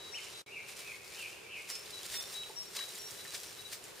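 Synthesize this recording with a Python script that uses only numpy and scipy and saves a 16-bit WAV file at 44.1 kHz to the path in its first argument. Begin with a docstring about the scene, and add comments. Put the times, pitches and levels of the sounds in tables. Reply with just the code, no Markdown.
"""A tit's thin high-low whistles and a brushing of ferns, over the soft hush of dense woodland.
Near the microphone a boar pushes through: fronds scrape and crackle, stalks snap, hooves crush
dry litter, knock sticks and thud on the soil. Other birds chirp, a thrush farther off gives four
falling slurs, and the trunks scatter the calls. Early on, the whole sound drops out for an instant."""
import sys
import numpy as np
from scipy import signal
from scipy.fft import rfft, irfft
from scipy.io import wavfile
from scipy.ndimage import uniform_filter1d

SR = 44100
rng = np.random.default_rng(int(sys.argv[2]) if len(sys.argv) > 2 else 0)


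def wav_out(sig):
    """Save sig, one row per channel (or a flat mono array), as 16-bit PCM at SR to the path in sys.argv[1]."""
    wavfile.write(sys.argv[1], SR, np.round(np.clip(np.atleast_2d(sig).T, -1, 1) * 32767).astype(np.int16))


N = 176400
T = np.arange(N) / SR
SIDES = np.array([[1], [-1]]) / 2  # shares a difference between left and right


def undb(db):
    """Decibels to gain."""
    return 10 ** (np.asarray(db) / 20)


def unit(x):
    """Scale to rms 1."""
    return x / np.sqrt(np.mean(x ** 2) + 1e-20)


def curve(rows):
    """Straight lines between points in time."""
    return np.interp(T, *np.array(rows).T)


def over_pitch(rows):
    """Straight lines between points on a log-frequency axis."""
    hz, value = np.array(rows).T
    return np.interp(np.log(np.arange(N // 2 + 1) * SR / N + 1e-9), np.log(hz), value)


def colour(x, rows):
    """Minimum-phase filter with the given spectrum: nothing rings ahead of a click."""
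    cepstrum = irfft(np.log(undb(over_pitch(rows))), N)
    cepstrum[1:N // 2] *= 2
    cepstrum[N // 2 + 1:] = 0
    return irfft(rfft(x) * np.exp(rfft(cepstrum)), N)


def walk(per_s):
    """Random drift of rms 1, heading for a new value per_s times a second."""
    hold = max(int(SR / per_s), 1)
    return unit(uniform_filter1d(np.repeat(rng.standard_normal(N // hold + 1), hold), hold)[:N])


def trunks(x, t60_s, correlation, onset_s=0.0042):
    """Stems and trunks scatter a sound into a dying stereo echo."""
    noise = rng.standard_normal((3, N)) * np.exp(-np.log(1000) * T / t60_s) * (1 - np.exp(-T / onset_s))
    echo = np.sqrt(correlation) * noise[2] + np.sqrt(1 - correlation) * noise[:2]
    return signal.fftconvolve(np.atleast_2d(x), unit(echo) / np.sqrt(N), axes=1)[:, :N]


def gate(t, length, release_s, attack_s=.018):
    """A whistle's soft attack, hold and fading release."""
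    attack = np.sin(np.pi / 2 * np.clip((T - t) / attack_s, 0, 1))
    return attack * np.exp(-np.maximum(T - t - length, 0) / release_s)


def tit(settle_s=0.0175):
    """Thin notes drop quickly onto a held pitch and linger among the trees."""
    # whistles: t/s, length/s, held f/Hz, opening drop/Hz, relative level/dB, L-R/dB, L-R phase/rad
    notes = [(-.02, 0.12, 3880, 54, -54, 4, 0.5), (0.116, 0.049, 5540, 160, -48.5, 7.5, 3),
             (0.328, .07, 3897, 60.1, -52, 2, 4), (1.708, .055, 5310, 210, -45.5, -3, 2.5),
             (1.922, 0.059, 3930, 90, -49, 6.5, 1.5), (2.143, 0.054, 5510, 160, -44, -2, 3.3),
             (2.339, 0.088, 3882, 30, -45, 6, 0), (2.556, 0.065, 5496, 210, -43.5, 4.5, 3.5),
             (2.769, 0.07, 3905, 99, -43.5, 3, 1), (2.981, 0.096, 5614, 60, -50.5, 0, 1),
             (3.176, 0.06, 3945, 60, -54.5, 7, 0.5), (3.265, 0.032, 3940, 20, -50.5, 1, 0.3),
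             (3.394, 0.1, 5740, 150, -58.5, 3, 1), (3.58, 0.021, 3875, 45, -50, 7, 1),
             (3.643, 0.024, 3905, 20, -48.5, 8, 1.1)]
    wobble = 1 + .0015 * walk(120)
    flutter = undb(0.17 + 0.5 * walk(70))
    direct = voice = 0
    for t, length, hz, drop, db, pan_db, lead in notes:
        pitch = (hz + drop * np.exp(-np.maximum(T - t, 0) / settle_s)) * wobble
        phase = 2 * np.pi * np.cumsum(pitch) / SR
        level = np.sqrt(2) * undb(db) * flutter * gate(t, length, release_s=0.016)
        direct += level * undb(pan_db * SIDES) * np.sin(phase + lead * SIDES)
        voice += level * np.sin(phase)
    near = undb(-9) * trunks(voice, t60_s=0.48, correlation=0.18)
    far = undb(-8.5) * trunks(voice, t60_s=1.8, correlation=0.52)
    return direct + near + far


def hush():
    """Wide, steady air of the wood all round the microphone, with a hollow low note."""
    # spectrum of the air: f/Hz, relative level/dB
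    spectrum = [(18, -27), (40, -16), (70, -7), (130, -5), (200, -6.5), (270, -9.5), (330, -3), (395, 3.5),
                (480, -0.5), (700, -6), (1300, -8), (2400, -8.5), (4000, -11.5), (8000, -16),
                (16000, -25.5)]
    # likeness of left and right: f/Hz, correlation
    likeness = [(30, 0.61), (120, 0.63), (300, 0.086), (500, 0.25), (1200, 0.29), (4000, 0.13),
                (12000, 0.17)]
    correlation = over_pitch(likeness)
    noise = rfft(rng.standard_normal((2, N))) * np.sqrt([1 + correlation, 1 - correlation])
    mid, side = irfft(noise * undb(over_pitch(spectrum)), N)
    return unit(np.array([mid + side, mid - side])) * undb(-53.5 - 0.7 * walk(7.3))


def crackle(spectrum, per_s, spread_db=2.5, fracture_s=0.00042):
    """Tiny fractures, each a very short scratch: mostly faint, a few strong, from scattered directions."""
    strength = undb(spread_db * np.minimum(rng.exponential(size=N), 5))
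    fractures = (rng.random(N) < per_s / SR) * strength ** 2
    energy = signal.lfilter([1], [1, -np.exp(-2 / (fracture_s * SR))], fractures + 1e-12)
    scratches = np.sqrt(energy) * rng.standard_normal(N)
    pan = 0.27 * walk(1500)
    return unit(colour(scratches * np.array([1 + pan, 1 - pan]), spectrum))


def treble(x, above_hz=9900):
    """The crisp top of a rustle."""
    return signal.sosfiltfilt(signal.butter(2, above_hz, "highpass", fs=SR, output="sos"), x)


def fronds():
    """Fronds scrape along the boar's flanks as it pushes on; their brightness changes on the way."""
    # spectrum of the ferns: f/Hz, relative level/dB
    spectrum = [(150, -34), (500, -11.5), (1000, -7), (2000, -3), (4500, 0), (6500, -3), (7600, -1),
                (9200, -3), (12200, -9.5), (14000, -10.5), (16000, -16)]
    # strength of the brushing: t/s, relative level/dB
    brushing = [(0, -54.5), (.13, -53.5), (.21, -48), (.41, -52.5), (.47, -66), (.65, -58.5), (.69, -46),
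                (.75, -54.5), (.79, -44.5), (.86, -52), (.93, -51), (.99, -58), (1.2, -48), (1.43, -60.5),
                (1.51, -66), (1.57, -54), (1.66, -54.5), (1.73, -48), (1.82, -51.5), (2.2, -47.5),
                (2.45, -51), (2.6, -54), (2.72, -52.5), (2.83, -46.5), (2.9, -48.5), (2.97, -47.5),
                (3.06, -51), (3.13, -49.5), (3.22, -52.5), (3.34, -48.5), (3.55, -51.5), (3.7, -54),
                (3.81, -58), (3.87, -52.5), (3.94, -59), (4, -52.5)]
    # brightness of the brushing: t/s, treble gain/dB
    brightness = [(0, -9), (.4, -4), (.7, -0.5), (1.5, 1), (2.1, -1), (3, 3), (3.6, 1.5), (4, 2)]
    leaves = crackle(spectrum, per_s=3500) * undb(curve(brushing) - 0.83 + .9 * walk(70))
    return leaves + (undb(curve(brightness)) - 1) * treble(leaves)


def glides(rows, rasp):
    """Whistles that bend through three pitches, with a quick quaver."""
    quaver = 1 + rasp * walk(500)
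    voice = 0
    for t, length, start, middle, end, db in rows:
        u = np.clip((T - t) / length, 0, 1)
        pitch = start + (end - start) * u + (2 * middle - start - end) * 2 * u * (1 - u)
        level = np.sqrt(2) * undb(db) * gate(t, length, release_s=0.0032)
        voice += level * np.sin(2 * np.pi * np.cumsum(pitch * quaver) / SR)
    return voice


def chirps():
    """Single clean calls of other birds among the trees."""
    # calls: t/s, length/s, start f/Hz, middle f/Hz, end f/Hz, level/dB
    calls = [(.132, 0.062, 1735, 3085, 2150, -44.5), (1.845, 0.023, 3250, 3600, 4200, -55),
             (2.015, 0.031, 2900, 3250, 3700, -54), (2.125, 0.0914, 3790, 3588, 3570, -49)]
    voice = glides(calls, rasp=0.0033)
    return voice + undb(-2) * trunks(voice, t60_s=0.65, correlation=0.84)


def thrush(scoop_s=.06, scoop_from_hz=2250, scoop_db=-8.5):
    """Far slurs, each entered by a quiet upward scoop; more echo than voice reaches the microphone."""
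    # falling slurs: t/s, length/s, start f/Hz, middle f/Hz, end f/Hz, relative level/dB
    slurs = [(.52, 0.067, 2850, 2500, 2212, -43.5), (0.851, 0.079, 2615, 2431, 2127, -46),
             (1.167, .085, 2984, 2691, 2293, -43.5), (1.5, 0.087, 2923, 2614, 2208, -43.5)]
    scoops = [(t - scoop_s, scoop_s, scoop_from_hz, (scoop_from_hz + middle) / 2, start, db + scoop_db)
              for t, _, start, middle, _, db in slurs]
    voice = undb(-8) * glides(scoops + list(slurs), rasp=0.0401)
    near = undb(5) * trunks(voice, t60_s=0.16, correlation=0.89)
    far = undb(4.5) * trunks(voice, t60_s=1.35, correlation=0.76)
    return voice + near + far


def bursts(rows, decay_s, width_oct, left_db, size=4096):
    """Short bursts of noise, each ringing around the pitch of the thing that gives way."""
    out = np.zeros((2, N + size))
    hz = np.arange(1, size // 2 + 2) * SR / size
    fade = np.exp(-T[:size] / decay_s)
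    for t, db, centre_hz in rows:
        band = np.exp(-.5 * (np.log2(hz / centre_hz) / width_oct) ** 2)
        ring = irfft(rfft(rng.standard_normal(size)) * band)
        burst = unit(ring * fade) * np.sqrt(np.mean(fade ** 2))
        pan_db = left_db + rng.standard_normal()
        at = int(t * SR)
        out[:, at:at + size] += undb(db + pan_db * SIDES) * burst
    return out[:, :N]


def snaps():
    """Stalks break with a bright crack, a little left of the microphone."""
    # breaking stalks: t/s, relative level/dB, centre f/Hz
    stalks = [(.7657, -42, 6000), (.835, -50, 5000), (1.1463, -36.5, 4000), (1.701, -32, 6000),
              (1.7529, -30, 4900), (1.907, -37, 7000), (2.0318, -33.5, 5500), (2.0612, -38, 7000),
              (2.2029, -33, 5970), (2.2262, -33, 7440), (2.7666, -27, 5450), (2.7905, -27, 3200),
              (2.9527, -36, 7000), (3.019, -35, 5000), (3.1083, -33, 6400), (3.114, -35.5, 7000),
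              (3.3059, -36, 5500), (3.354, -33, 5500), (3.378, -37, 6000), (3.4012, -36, 6000),
              (3.4331, -34, 7460), (3.8407, -36, 7000)]
    return undb(-6) * bursts(stalks, decay_s=0.0029, width_oct=0.77, left_db=2.5)


def steps():
    """Each hoof presses a swelling burst of crackle out of the litter, crisper where it is dry."""
    # spectrum of the litter: f/Hz, relative level/dB
    spectrum = [(150, -20.5), (500, -5), (1000, -7), (2000, 1.5), (3000, -2), (4500, 2.5), (6500, 0),
                (9000, 0.5), (12000, -11), (14000, -6.5), (16000, -10.5)]
    # hoof falls: peak t/s, rise/s, decay/s, relative level/dB, treble gain/dB
    hooves = [(1.703, 0.011, 0.015, -41, 1.5), (2.063, .013, 0.0053, -44.5, 4.5),
              (2.144, 0.03, 0.04, -41.5, 2), (2.336, 0.027, 0.022, -48, 3.5),
              (2.768, 0.016, 0.0085, -39.5, 0), (2.795, 0.0057, 0.016, -47, -2),
              (3.35, 0.014, 0.011, -40, -2), (3.731, 0.015, 0.021, -43.5, 3.5)]
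    litter = undb(2.5) * crackle(spectrum, per_s=6000)
    top = treble(litter)
    out = 0
    for t, rise, decay, db, crisp_db in hooves:
        pressure = np.exp(-np.maximum((t - T) / rise, (T - t) / decay))
        out += undb(db) * pressure * (litter + (undb(crisp_db) - 1) * top)
    return out


def thuds():
    """The boar's weight lands softly on the soil."""
    # treads: t/s, relative level/dB, centre f/Hz
    treads = [(2.11, -57, 100), (2.395, -58, 115), (3.115, -57.5, 129), (3.615, -60, 100)]
    return undb(-2) * bursts(treads, decay_s=.022, width_oct=0.41, left_db=1)


def knocks():
    """Sticks knocked underfoot ring briefly in a narrow band."""
    # struck sticks: t/s, relative level/dB, ring f/Hz
    sticks = [(2.139, -42, 1670), (2.434, -41, 2890), (2.489, -46.5, 426), (2.495, -43, 850),
              (2.772, -47, 1200), (2.792, -48, 1170), (2.806, -43, 1720), (3.252, -44, 1870),
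              (3.976, -51.5, 1780)]
    return undb(-3.5) * bursts(sticks, decay_s=0.0095, width_oct=0.13, left_db=.8)


def scene():
    """The boar close by in the undergrowth, the birds and the air of the wood around it."""
    boar = snaps() + knocks() + thuds() + fronds() + steps()
    leaf_echo = undb(-8) * trunks(boar, t60_s=0.22, correlation=0.12)
    return boar + leaf_echo + tit() + thrush() + chirps() + hush()


def record(dry):
    """A narrow notch in the treble, a brief dropout and a steep top cut."""
    # the sound drops out: t/s, gain/dB
    dropout = [(.418, 0), (.422, -13), (.44, -21), (.45, -40), (.46, -40), (.463, 0)]
    notch_hz, top_hz = 7950, 15500
    notch = signal.butter(2, [notch_hz - 110, notch_hz + 110], "bandstop", fs=SR, output="sos")
    top_cut = signal.ellip(10, .2, 70, top_hz, fs=SR, output="sos")
    return signal.sosfilt(top_cut, signal.sosfilt(notch, dry) * undb(curve(dropout)))


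dry = scene()
out = record(dry)
wav_out(out)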